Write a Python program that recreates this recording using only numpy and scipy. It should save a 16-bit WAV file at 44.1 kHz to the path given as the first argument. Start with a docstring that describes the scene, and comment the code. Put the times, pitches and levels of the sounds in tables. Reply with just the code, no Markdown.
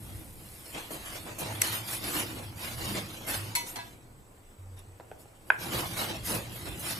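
"""A small kitchen, close to a hand-held camera: a metal spatula carries a flatbread from a griddle to a
plastic plate. Bubbles burst in the oil at first. Hand and sleeve rub and bump on the camera, and the
resonances of its case rumble. The blade scrapes the plate rim by stick-slip, then is laid on the griddle
with two clinks that set both metals ringing. The plate is tapped and knocked as it is picked up,
exciting short, damped modes. Quiet air and a thin whine lie underneath."""
import sys
import numpy as np
from scipy import signal
from scipy.fft import rfft, irfft
from scipy.io import wavfile
from scipy.ndimage import uniform_filter1d

SR = 44100
rng = np.random.default_rng(int(sys.argv[2]) if len(sys.argv) > 2 else 0)


def unload_wav(signal):
    """Save mono or channel-first audio to the path in sys.argv[1] as 16-bit WAV at rate SR, clipped to [-1, 1]."""
    wavfile.write(
        sys.argv[1],
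        SR,
        np.round(np.clip(np.atleast_2d(signal).T, -1, 1) * 32767).astype(np.int16),
    )


N = 308252
TIME, FREQ = np.arange(N) / SR, np.fft.rfftfreq(N, 1 / SR)

# Levels in the tables are relative; a resonance's width is taken from its centre to half amplitude.
# Likeness of the sound at the two microphone ports: frequency_hz, correlation
PORT_CORRELATION = [(60, 0.88), (130, 0.93), (290, 0.88), (640, 0.37), (1410, -0.12), (3100, -0.084),
                    (6820, 0.89), (15000, 0.95)]
# Reverberation time of the kitchen: frequency_hz, t60_s
KITCHEN_DECAY = [(200, 0.68), (1500, 0.41), (5000, 0.26), (14000, 0.038)]
# How strongly a hiss flickers: frequency_hz, depth_factor
FLICKER_DEPTH = [(300, 0.58), (1500, 0.54), (5000, 1.4), (14000, 1.53)]
# Spectrum of the kitchen air: frequency_hz, density_db
AIR_SPECTRUM = [(15, -4), (25, 18.5), (38, -6.5), (113, -4), (152, -29), (188, -13), (221, -11.5),
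                (495, -13), (614, -18), (762, -17), (4150, -38.5), (8130, -32.5), (15500, -35.5)]
# Narrow bands of the whine: pitch_hz, width_hz, level_db
WHINE_BANDS = [(7370, 33, 0), (7900, 55, -3), (8040, 86, 5), (8200, 90, -13)]
# Oil on the hot griddle, fading as the camera turns away: time_s, level_db
SIZZLE_LEVEL = [(0, -54), (0.35, -54), (0.7, -51.5), (1.0, -60), (1.4, -75), (2.0, -95)]
# Spectrum of the bursting bubbles: frequency_hz, density_db
SIZZLE_SPECTRUM = [(1000, -30), (2200, -11), (4500, -18), (6800, -13.5), (9000, -3.5), (11300, 0),
                   (13000, -4.5), (15000, -11)]
# Light drag of the hand between strokes: time_s, rasp_db
HAND_DRAG = [(0.0, -65), (0.7, -57), (1.3, -50.5), (2.3, -46.5), (2.55, -55), (3.05, -49.5), (3.5, -49),
             (3.58, -53), (3.72, -53.5), (3.85, -54.5), (4.1, -72), (5.4, -68), (5.6, -58), (6.99, -47)]
# Strokes of hand and sleeve:
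# start_s, attack_s, hold_s, release_s, rasp_db, fizz_over_rasp_db, push_over_rasp_db
HAND_STROKES = [(0.0, 0.048, 0.15, 0.091, -57.5, 1, 2.5), (0.29, 0.31, 0.3, 0.05, -59.5, 0, -18),
                (0.63, 0.045, 0.05, 0.044, -54, 4, -19), (0.727, 0.032, 0.024, 0.054, -40.5, -12, -5.5),
                (0.903, 0.013, 0.02, 0.062, -45, 1.5, -7), (0.99, 0.096, 0.014, 0.036, -44, 0, -22),
                (1.12, 0.017, 0.014, 0.06, -43, -0.5, -9), (1.25, 0.021, 0.012, 0.078, -46.5, -9, -10),
                (1.379, 0.023, 0.057, 0.26, -41.5, -4.5, -2.5), (1.591, 0.065, 0.12, 0.023, -37, 2.5, -13),
                (1.835, 0.11, 0.0045, 0.048, -40, 7, -18), (2.016, 0.04, 0.027, 0.046, -39, 2, -3),
                (2.089, 0.086, 0.024, 0.034, -34.5, 2, -2.5), (2.27, 0.055, 0.1, 0.026, -51, -1, 4.5),
                (2.566, 0.089, 0.039, 0.09, -40.5, 0.5, -9.5), (2.739, 0.15, 0.046, 0.073, -40, 0, -4),
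                (2.945, 0.016, 0.01, 0.039, -37.5, -9.5, 0.5),
                (3.261, 0.038, 0.042, 0.054, -34.5, 2.5, -7.5), (3.659, 0.018, 0.022, 0.04, -47.5, 8, -22),
                (4.762, 0.021, 0.015, 0.019, -57.5, -2, -2), (5.184, 0.018, 0.019, 0.022, -64.5, 9.5, -4),
                (5.446, 0.065, 0.015, 0.029, -62.5, 10, 8), (5.577, 0.054, 0.13, 0.021, -42, -0.5, -1.5),
                (5.707, 0.035, 0.038, 0.19, -37, -1.5, -6.5), (5.944, 0.074, 0.005, 0.045, -32.5, -2.5, -5),
                (6.065, 0.041, 0.02, 0.054, -39.5, -6.5, -2), (6.228, 0.064, 0.025, 0.03, -42, 8, -16),
                (6.27, 0.04, 0.05, 0.045, -36.5, 0.5, -0.5), (6.51, 0.044, 0.11, 0.038, -51.5, 6, -9),
                (6.652, 0.009, 0.013, 0.069, -43.5, -3, -3), (6.802, 0.12, 0.01, 0.04, -38, 3.5, -16)]
# Spectrum of skin and cloth friction: frequency_hz, density_db
RUB_SPECTRUM = [(120, -8), (200, 0), (262, -4), (324, 3.5), (425, -10.5), (481, -6.5), (767, -8), (824, -7),
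                (1000, -7.5), (1600, -9.5), (2250, -8), (3000, -8.5), (5040, -11.5), (6240, -13),
                (9300, -7), (10800, -3.5), (12300, -5), (13500, -9.5), (14900, -14.5)]
# Fibres catch and snap free: start_s, level_db, length_s, centre_hz
FIBRE_SLIPS = [(0.906, -45.5, 0.07, 800), (0.916, -41.5, 0.03, 11000), (1.264, -44.5, 0.046, 810),
               (1.384, -36.5, 0.036, 10500), (4.791, -44.5, 0.0046, 10900), (5.725, -41, 0.037, 760),
               (5.82, -39.5, 0.047, 780), (6.793, -39.5, 0.063, 10400)]
# Low resonances of the camera case: pitch_hz, width_hz, level_db
CASE_RESONANCES = [(53, 81, -9), (111.4, 19.5, 9.5), (187, 18, -9.5), (254, 130, -9.5)]
# Firmness of the grip, heard as rumble: time_s, level_db
GRIP_LEVEL = [(0, -47.5), (0.45, -53), (0.75, -64), (1.1, -54), (1.45, -47.5), (1.95, -49), (2.3, -45.5),
              (2.6, -47.5), (2.95, -42), (3.2, -54), (3.45, -45), (3.6, -55), (4.2, -56), (4.4, -66),
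              (5.15, -61), (5.5, -61), (5.75, -41), (6.0, -45.5), (6.99, -46.5)]
# The grip tightens and flexes the case: start_s, length_s, level_db
GRIP_PRESSES = [(0.03, 0.25, -46.5), (0.346, 0.56, -57.5), (0.95, 0.18, -51), (2.027, 0.051, -44.5),
                (2.717, 0.23, -45.5), (3.298, 0.066, -42), (5.742, 0.098, -45), (6.16, 0.28, -47),
                (6.66, 0.076, -40)]
# A fingertip judders as it creeps over the case: start_s, length_s, rate_hz, level_db
FINGER_JUDDERS = [(0.117, 0.069, 101, -44), (1.454, 0.081, 103.9, -42), (1.534, 0.077, 105.5, -38.5),
                  (1.696, 0.099, 106, -41), (2.427, 0.077, 103.5, -45), (2.768, 0.07, 95, -42),
                  (2.86, 0.16, 197.8, -44), (3.363, 0.16, 102.3, -41.5), (4.575, 0.23, 93, -45.5),
                  (4.867, 0.095, 93, -48.5), (6.34, 0.11, 110.3, -38)]
# The hand bumps the camera: start_s, level_db, decay_s
HAND_BUMPS = [(0.749, -43, 0.038), (0.906, -41.5, .04), (1.256, -42, 0.023), (1.417, -34.5, 0.027),
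              (1.458, -42, .018), (2.156, -36, .035), (5.735, -38.5, 0.027), (6.325, -38, 0.044),
              (6.672, -39, .016)]
# Resonances of the bumped case: pitch_hz, width_hz, level_db
THUD_RESONANCES = [(140, 41, -1.5), (300, 37, -2.5), (540, 140, -8), (973, 120, -12)]
# The blade edge skids over the plate rim: start_s, level_db, length_s
RIM_SKIDS = [(1.616, -24, 0.0023), (1.618, -18.5, 0.0027), (1.619, -24.5, 0.005), (1.628, -30, .001)]
# Spectrum of steel skidding on the rim: frequency_hz, density_db
SKID_SPECTRUM = [(530, -58), (900, -26), (2250, -4.5), (4980, -16), (5610, -1), (7060, -9), (7860, -1),
                 (9200, -10), (11300, -1), (14000, -13), (16000, -21)]
# The spatula meets the griddle; lying flat, it damps the iron:
# start_s, attack_s, hold_s, clatter_db, clang_db, cutoff_hz, griddle_db, blade_db, griddle_t60_factor
SPATULA_CONTACTS = [(3.551, .002, .006, -29.5, -28, 15700, -4, -20, 1),
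                    (3.561, .002, .004, -45, -43, 7000, 13, -14, 1),
                    (3.757, .002, .006, -41, -49, 7000, 2, -1, 0.5),
                    (3.764, .004, .018, -48.5, -46, 1050, -1, -2, 0.55),
                    (3.783, .005, .04, -55, -58, 3600, -20, 8, .4)]
# Coupled resonances of blade and iron while they touch: pitch_hz, width_hz, level_db
CLANG_RESONANCES = [(968, 38, 2), (2210, 68, 1.5), (4340, 130, -6), (5870, 90, -18), (6600, 100, -18),
                    (7840, 91, -2), (8260, 80, -8), (9960, 140, -4), (11200, 250, -7), (13600, 200, -10)]
# Modes of the iron griddle: pitch_hz, level_db
GRIDDLE_MODES = [(684, -60), (947.5, -46), (978, -54), (2005, -51), (2247, -51), (2611, -54.5), (2988, -58),
                 (3290, -61), (3470, -55.5), (3566, -60), (3725, -59), (4199, -48), (4398, -55),
                 (5227, -57), (5862, -53), (6433, -61), (6578, -56), (7830, -52), (8236, -61), (9539, -61),
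                 (9835, -57), (10099, -52), (11273, -53), (11590, -58), (13340, -58)]
# Modes of the spatula blade: pitch_hz, level_db
BLADE_MODES = [(684, -50.5), (969, -47), (1518, -55), (1653, -51), (1986, -55), (2606, -56), (3020, -60),
               (3268, -58), (3570, -52.5), (4091, -55), (4538, -59), (5254, -62), (5841, -69), (7483, -68)]
# Fingers tap the plate on the board: start_s, level_db
FINGER_TAPS = [(4.999, -35.5), (5.007, -36.5), (5.115, -31), (5.123, -39), (5.256, -42.5)]
# Modes of the plate pressed on the wooden board: pitch_hz, level_db, t60_s
BOARD_MODES = [(190, -22, 0.06), (407, -8, 0.049), (646, 3, 0.01), (916, -5, 0.026), (1450, -10.5, 0.014),
               (2520, -17.5, 0.018), (3500, -18, 0.008)]
# Modes of the plastic plate: pitch_hz, level_db, t60_s
PLATE_MODES = [(475, -10, 0.0085), (950, -2.5, 0.0059), (1580, 0.1, 0.015), (2070, -14, 0.045),
               (2480, -7, 0.0078)]


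def amp(db):
    """Amplitude grows tenfold for every 20 dB."""
    return 10 ** (np.asarray(db) / 20)


def unit(x):
    """Normalisation to rms 1."""
    return x / np.sqrt(np.mean(x ** 2) + 1e-20)


def at_hz(points, hz=FREQ):
    """Interpolation on a log-frequency axis."""
    frequencies, values = np.transpose(points)
    return np.interp(np.log(hz + 1), np.log(frequencies + 1), values)


def add(mix, start_s, sound):
    """Superposition: a sound joins the mix at start_s."""
    part = mix[:, round(start_s * SR):][:, :sound.shape[-1]]
    part += sound[..., :part.shape[1]]


def below(cutoff_hz, order=4):
    """Butterworth low-pass gain over FREQ."""
    return 1 / np.sqrt(1 + (FREQ / cutoff_hz) ** (2 * order))


def above(cutoff_hz, order=4):
    """The power-complementary high-pass gain."""
    return np.sqrt(1 - below(cutoff_hz, order) ** 2)


def peaks(resonances):
    """Resonance: each adds a Lorentzian peak to a gain over FREQ."""
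    return sum(amp(db) / (1 + ((FREQ - hz) / width) ** 2) for hz, width, db in resonances)


def filtered(x, gain):
    """Linear filtering multiplies the spectrum by a gain."""
    return irfft(rfft(x) * gain, N)


def noise(gain, max_correlation=1.0):
    """Partial coherence: coloured noise at two ports, with rms 1 in their mean."""
    mid, side = rfft(rng.standard_normal((2, N))) * gain
    correlation = np.clip(at_hz(PORT_CORRELATION), -.5, max_correlation)
    side *= np.sqrt((1 - correlation) / (1 + correlation))
    return irfft([mid + side, mid - side], N) / irfft(mid, N).std()


def wobble(rate_hz):
    """Low-passed noise gives a smooth random fluctuation of rms 1."""
    return unit(filtered(rng.standard_normal(N), below(rate_hz, order=2)))


def pulses(per_s, decay_s):
    """Shot noise: independent pulses of random size, each decaying exponentially."""
    impulses = rng.random(N) * (rng.random(N) < per_s / SR)
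    return signal.fftconvolve(impulses, np.exp(-TIME[:SR // 50] / decay_s))[:N]


def flicker(x, depth_db):
    """Random amplitude modulation in small patches of time and pitch, deepest in the treble."""
    hz, _, spectrum = signal.stft(x, SR, nperseg=1024)
    field = uniform_filter1d(rng.standard_normal(spectrum.shape[1:]), size=4, axis=0)
    field = unit(uniform_filter1d(field, size=5, axis=1))
    gain = amp(depth_db * at_hz(FLICKER_DEPTH, hz)[:, None] * np.minimum(field, 1.7))
    gain /= np.sqrt(np.mean(gain ** 2, axis=1, keepdims=True))
    return signal.istft(spectrum * gain, nperseg=1024)[1][:, :N]


def swell(start_s, attack_s, hold_s, release_s):
    """An excitation builds up, holds and decays exponentially."""
    rise = np.sin(np.pi / 2 * np.clip((TIME - start_s) / attack_s, 0, 1))
    return rise * np.exp(-np.maximum(TIME - start_s - attack_s - hold_s, 0) / release_s)


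def ring(modes, detune, phase=0):
    """Free vibration after a blow: a sum of damped sinusoids, each randomly detuned."""
    t = TIME[:SR // 2]
    tuning = 1 + detune * (2 * rng.random(len(modes)) - 1)
    return sum((-1) ** k * amp(db - 60 * t / t60) * np.sin(2 * np.pi * hz * tuning[k] * t + phase)
               for k, (hz, db, t60) in enumerate(modes))


def room(x, echoes_per_s=3000):
    """Reverberation: dense reflections off tiles and stone, the treble dying first."""
    echoes = rng.standard_normal((2, SR)) * (rng.random((2, SR)) < echoes_per_s / SR)
    hz, t, spectrum = signal.stft(echoes * (TIME[:SR] > .004), SR, nperseg=256)
    decay = amp(-60 * t / at_hz(KITCHEN_DECAY, hz)[:, None])
    tail = signal.istft(spectrum * decay, SR, nperseg=256)[1]
    return signal.fftconvolve(x, tail / np.linalg.norm(tail[0]), axes=1)[:, :N]


def kitchen_air(air_db=-56.5, whine_db=-69):
    """Ambient noise: a broad band is heard as quiet air, narrow bands as a fuzzy whine."""
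    whine = noise(peaks(WHINE_BANDS))
    air = noise(amp(at_hz(AIR_SPECTRUM)) * above(44, order=2))
    return flicker(amp(air_db) * air + amp(whine_db) * whine, depth_db=2)


def oil_sizzle(steady=.6):
    """Incoherent summation: thousands of tiny bubbles burst in the oil and merge into a hiss."""
    bursts = unit(steady + pulses(per_s=4000, decay_s=.0004))
    hiss = flicker(bursts * noise(amp(at_hz(SIZZLE_SPECTRUM))), depth_db=4)
    return amp(np.interp(TIME, *np.transpose(SIZZLE_LEVEL))) * hiss


def friction_envelopes():
    """Drag and strokes add in power, giving the amplitudes of rasp, fizz and dull push."""
    drag_db = np.interp(TIME, *np.transpose(HAND_DRAG))
    power = amp([drag_db, drag_db - 1.5, drag_db - 1.5]) ** 2
    for *timing, db, fizz_db, push_db in HAND_STROKES:
        power += (amp([[db], [db + fizz_db], [db + push_db]]) * swell(*timing)) ** 2
    return np.sqrt(power)


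def hand_rubbing(rasp_db=-1, fizz_db=-2, slip_rise_s=.0015):
    """Stick-slip friction: skin and cloth catch and let go in tiny grains."""
    rasp, fizz, push = friction_envelopes()
    colour = amp(at_hz(RUB_SPECTRUM))
    out = amp(rasp_db) * rasp * noise(colour * above(420) * below(6660))
    out += amp(fizz_db) * fizz * noise(colour * above(4360))
    out += push * noise(colour * above(120) * below(885))
    for start, db, length, hz in FIBRE_SLIPS:
        age = np.maximum(TIME - start, 0)
        envelope = (1 - np.exp(-age / slip_rise_s)) * np.exp(-(age / length) ** 2)
        out += amp(db) * envelope * noise(colour * above(hz / 2) * below(hz * 1.46))
    snag_db = 7 * pulses(per_s=70, decay_s=.00028)  # snagged fibres let go with tiny ticks
    grain_db, flutter_db = .56 * wobble(520), 1.06 * wobble(27)
    return flicker(out * unit(amp(grain_db + flutter_db + snag_db)), depth_db=4.5)


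def squeeze(start_s, length_s, rise_s=.017, fall_s=.13):
    """A trapezoidal envelope: the grip tightens and relaxes."""
    tighten = np.clip((TIME - start_s) / rise_s, 0, 1)
    return tighten * np.clip((start_s + length_s - TIME) / fall_s + .5, 0, 1)


def rumble(gain):
    """Random vibration, held at even strength by dividing by its running rms."""
    shaking = noise(gain, max_correlation=.93)
    return shaking / np.sqrt(uniform_filter1d((shaking ** 2).mean(0), size=5000))


def camera_case(grip_db=1, sway_db=-19, flex_hz=54.7, flex_width_hz=16, jitter=.019):
    """Forced vibration: the grip shakes and flexes the case, and a fingertip judders on it."""
    grip = amp(np.interp(TIME, *np.transpose(GRIP_LEVEL)) + grip_db)
    sway = amp(sway_db) * below(60, order=2) * above(36)
    out = grip * rumble(peaks(CASE_RESONANCES) + sway)
    flex = sum(amp(db) * squeeze(start, length) for start, length, db in GRIP_PRESSES)
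    out += flex * rumble(peaks([(flex_hz, flex_width_hz, 0)]))
    uneven_time = np.cumsum(1 + jitter * wobble(34)) / SR
    for start, length, hz, db in FINGER_JUDDERS:
        out += amp(db) * squeeze(start, length) * np.sqrt(2) * np.sin(2 * np.pi * hz * uneven_time)
    return filtered(out, above(46, order=3))


def hand_bumps(rise_s=.0025):
    """Soft impacts excite only low resonances: the case gives a short, dull shudder."""
    envelope = sum(amp(db) * swell(start, rise_s, 0, decay) for start, db, decay in HAND_BUMPS)
    return envelope * rumble(peaks(THUD_RESONANCES) * above(100) * below(1300))


def blade_skid(room_db=-13):
    """Stick-slip of steel on the plate rim gives harsh bursts a few milliseconds long."""
    envelope = sum(amp(db) * np.exp(-(2 * (TIME - start) / length - 1) ** 4)
                   for start, db, length in RIM_SKIDS)
    out = envelope * noise(amp(at_hz(SKID_SPECTRUM)), max_correlation=.5)
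    return out + amp(room_db) * room(out)


def struck_metal(lines, t60_at_1khz_s, crowd_db=-12, crowd_life=.65):
    """Plate modes: higher ones die slightly sooner; weaker, shorter ones crowd between the main ones."""
    modes = [(hz, db, t60_at_1khz_s * (1000 / hz) ** .01) for hz, db in lines]
    median_db = np.median([db for hz, db in lines])
    crowd = 2 * [(hz, (db + median_db) / 2 + crowd_db, t60 * crowd_life) for hz, db, t60 in modes]
    # a wide plate reaches the two ports out of step
    return np.array([ring(modes, detune=.001, phase=phase) + ring(crowd, detune=.21)
                     for phase in (0, np.pi / 2)])


def spatula_clinks(clatter_s=.006, clang_s=.017, ring_room_db=-14, contact_room_db=-17):
    """Forced, then free vibration: the spatula chatters and clangs on the iron, and both ring on."""
    contact, ringing = np.zeros((2, 2, N))
    for start, attack, hold, clatter_db, clang_db, cutoff, griddle_db, blade_db, life in SPATULA_CONTACTS:
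        lowpass = below(cutoff, order=2)
        clatter = noise(above(cutoff / 9, order=2) * lowpass, max_correlation=.05)
        contact += amp(clatter_db) * swell(start, attack, hold, clatter_s) * clatter
        clang_colour = peaks(CLANG_RESONANCES) * above(cutoff / 12, order=2) * lowpass
        clang = noise(clang_colour, max_correlation=.57)
        contact += amp(clang_db) * swell(start, attack, hold, clang_s) * clang
        griddle = amp(griddle_db) * struck_metal(GRIDDLE_MODES, t60_at_1khz_s=.35 * life)
        blade = amp(blade_db) * struck_metal(BLADE_MODES, t60_at_1khz_s=.24)
        add(ringing, start + attack, griddle + blade)
    return contact + ringing + room(amp(ring_room_db) * ringing + amp(contact_room_db) * contact)


def finger_taps(room_db=-10):
    """Heavily damped modes sound as soft taps press the plate on the wooden board."""
    out = np.zeros((2, N))
    for start, db in FINGER_TAPS:
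        add(out, start, amp(db) * ring(BOARD_MODES, detune=.16))
    return out + amp(room_db) * room(out)


def plate_knock(start_s=5.5024, bounce_s=.00126, low_hz=380, high_hz=2900, room_db=-16):
    """Impact and rebound: the plastic plate hits, bounces at once and rings with a hollow knock."""
    out = np.zeros((2, N))
    blow = amp(-7) * np.array([ring(PLATE_MODES, detune=.018) for port in range(2)])
    add(out, start_s, blow)
    add(out, start_s + bounce_s, amp(-2) * blow)
    # the loose plate rattles briefly as it settles
    out += amp(-37) * swell(start_s, .003, 0, .032) * noise(below(high_hz), max_correlation=.5)
    # a soft contact gives no treble, and a small plate radiates no bass
    out = signal.sosfilt(signal.butter(4, [low_hz, high_hz], "bandpass", fs=SR, output="sos"), out)
    # the hard rim adds a thin snap
    out += amp(-43) * swell(start_s, .001, .001, .0024) * noise(above(high_hz) * below(5200))
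    return out + amp(room_db) * room(out)


def scene():
    """Superposition of all sources at the two ports, the hand slightly to the right."""
    hand = (hand_rubbing() + hand_bumps() + camera_case()) * amp([[-.4], [.4]])
    utensils = blade_skid() + spatula_clinks() + plate_knock() + finger_taps()
    return hand + utensils + kitchen_air() + oil_sizzle()


def record(dry):
    """Band limiting: a linear-phase low-pass removes the highest treble."""
    lowpass = signal.firwin(301, cutoff=15100, window=("kaiser", 9), fs=SR)
    return signal.oaconvolve(dry, lowpass[None], "same")


dry = scene()
out = record(dry)
unload_wav(out)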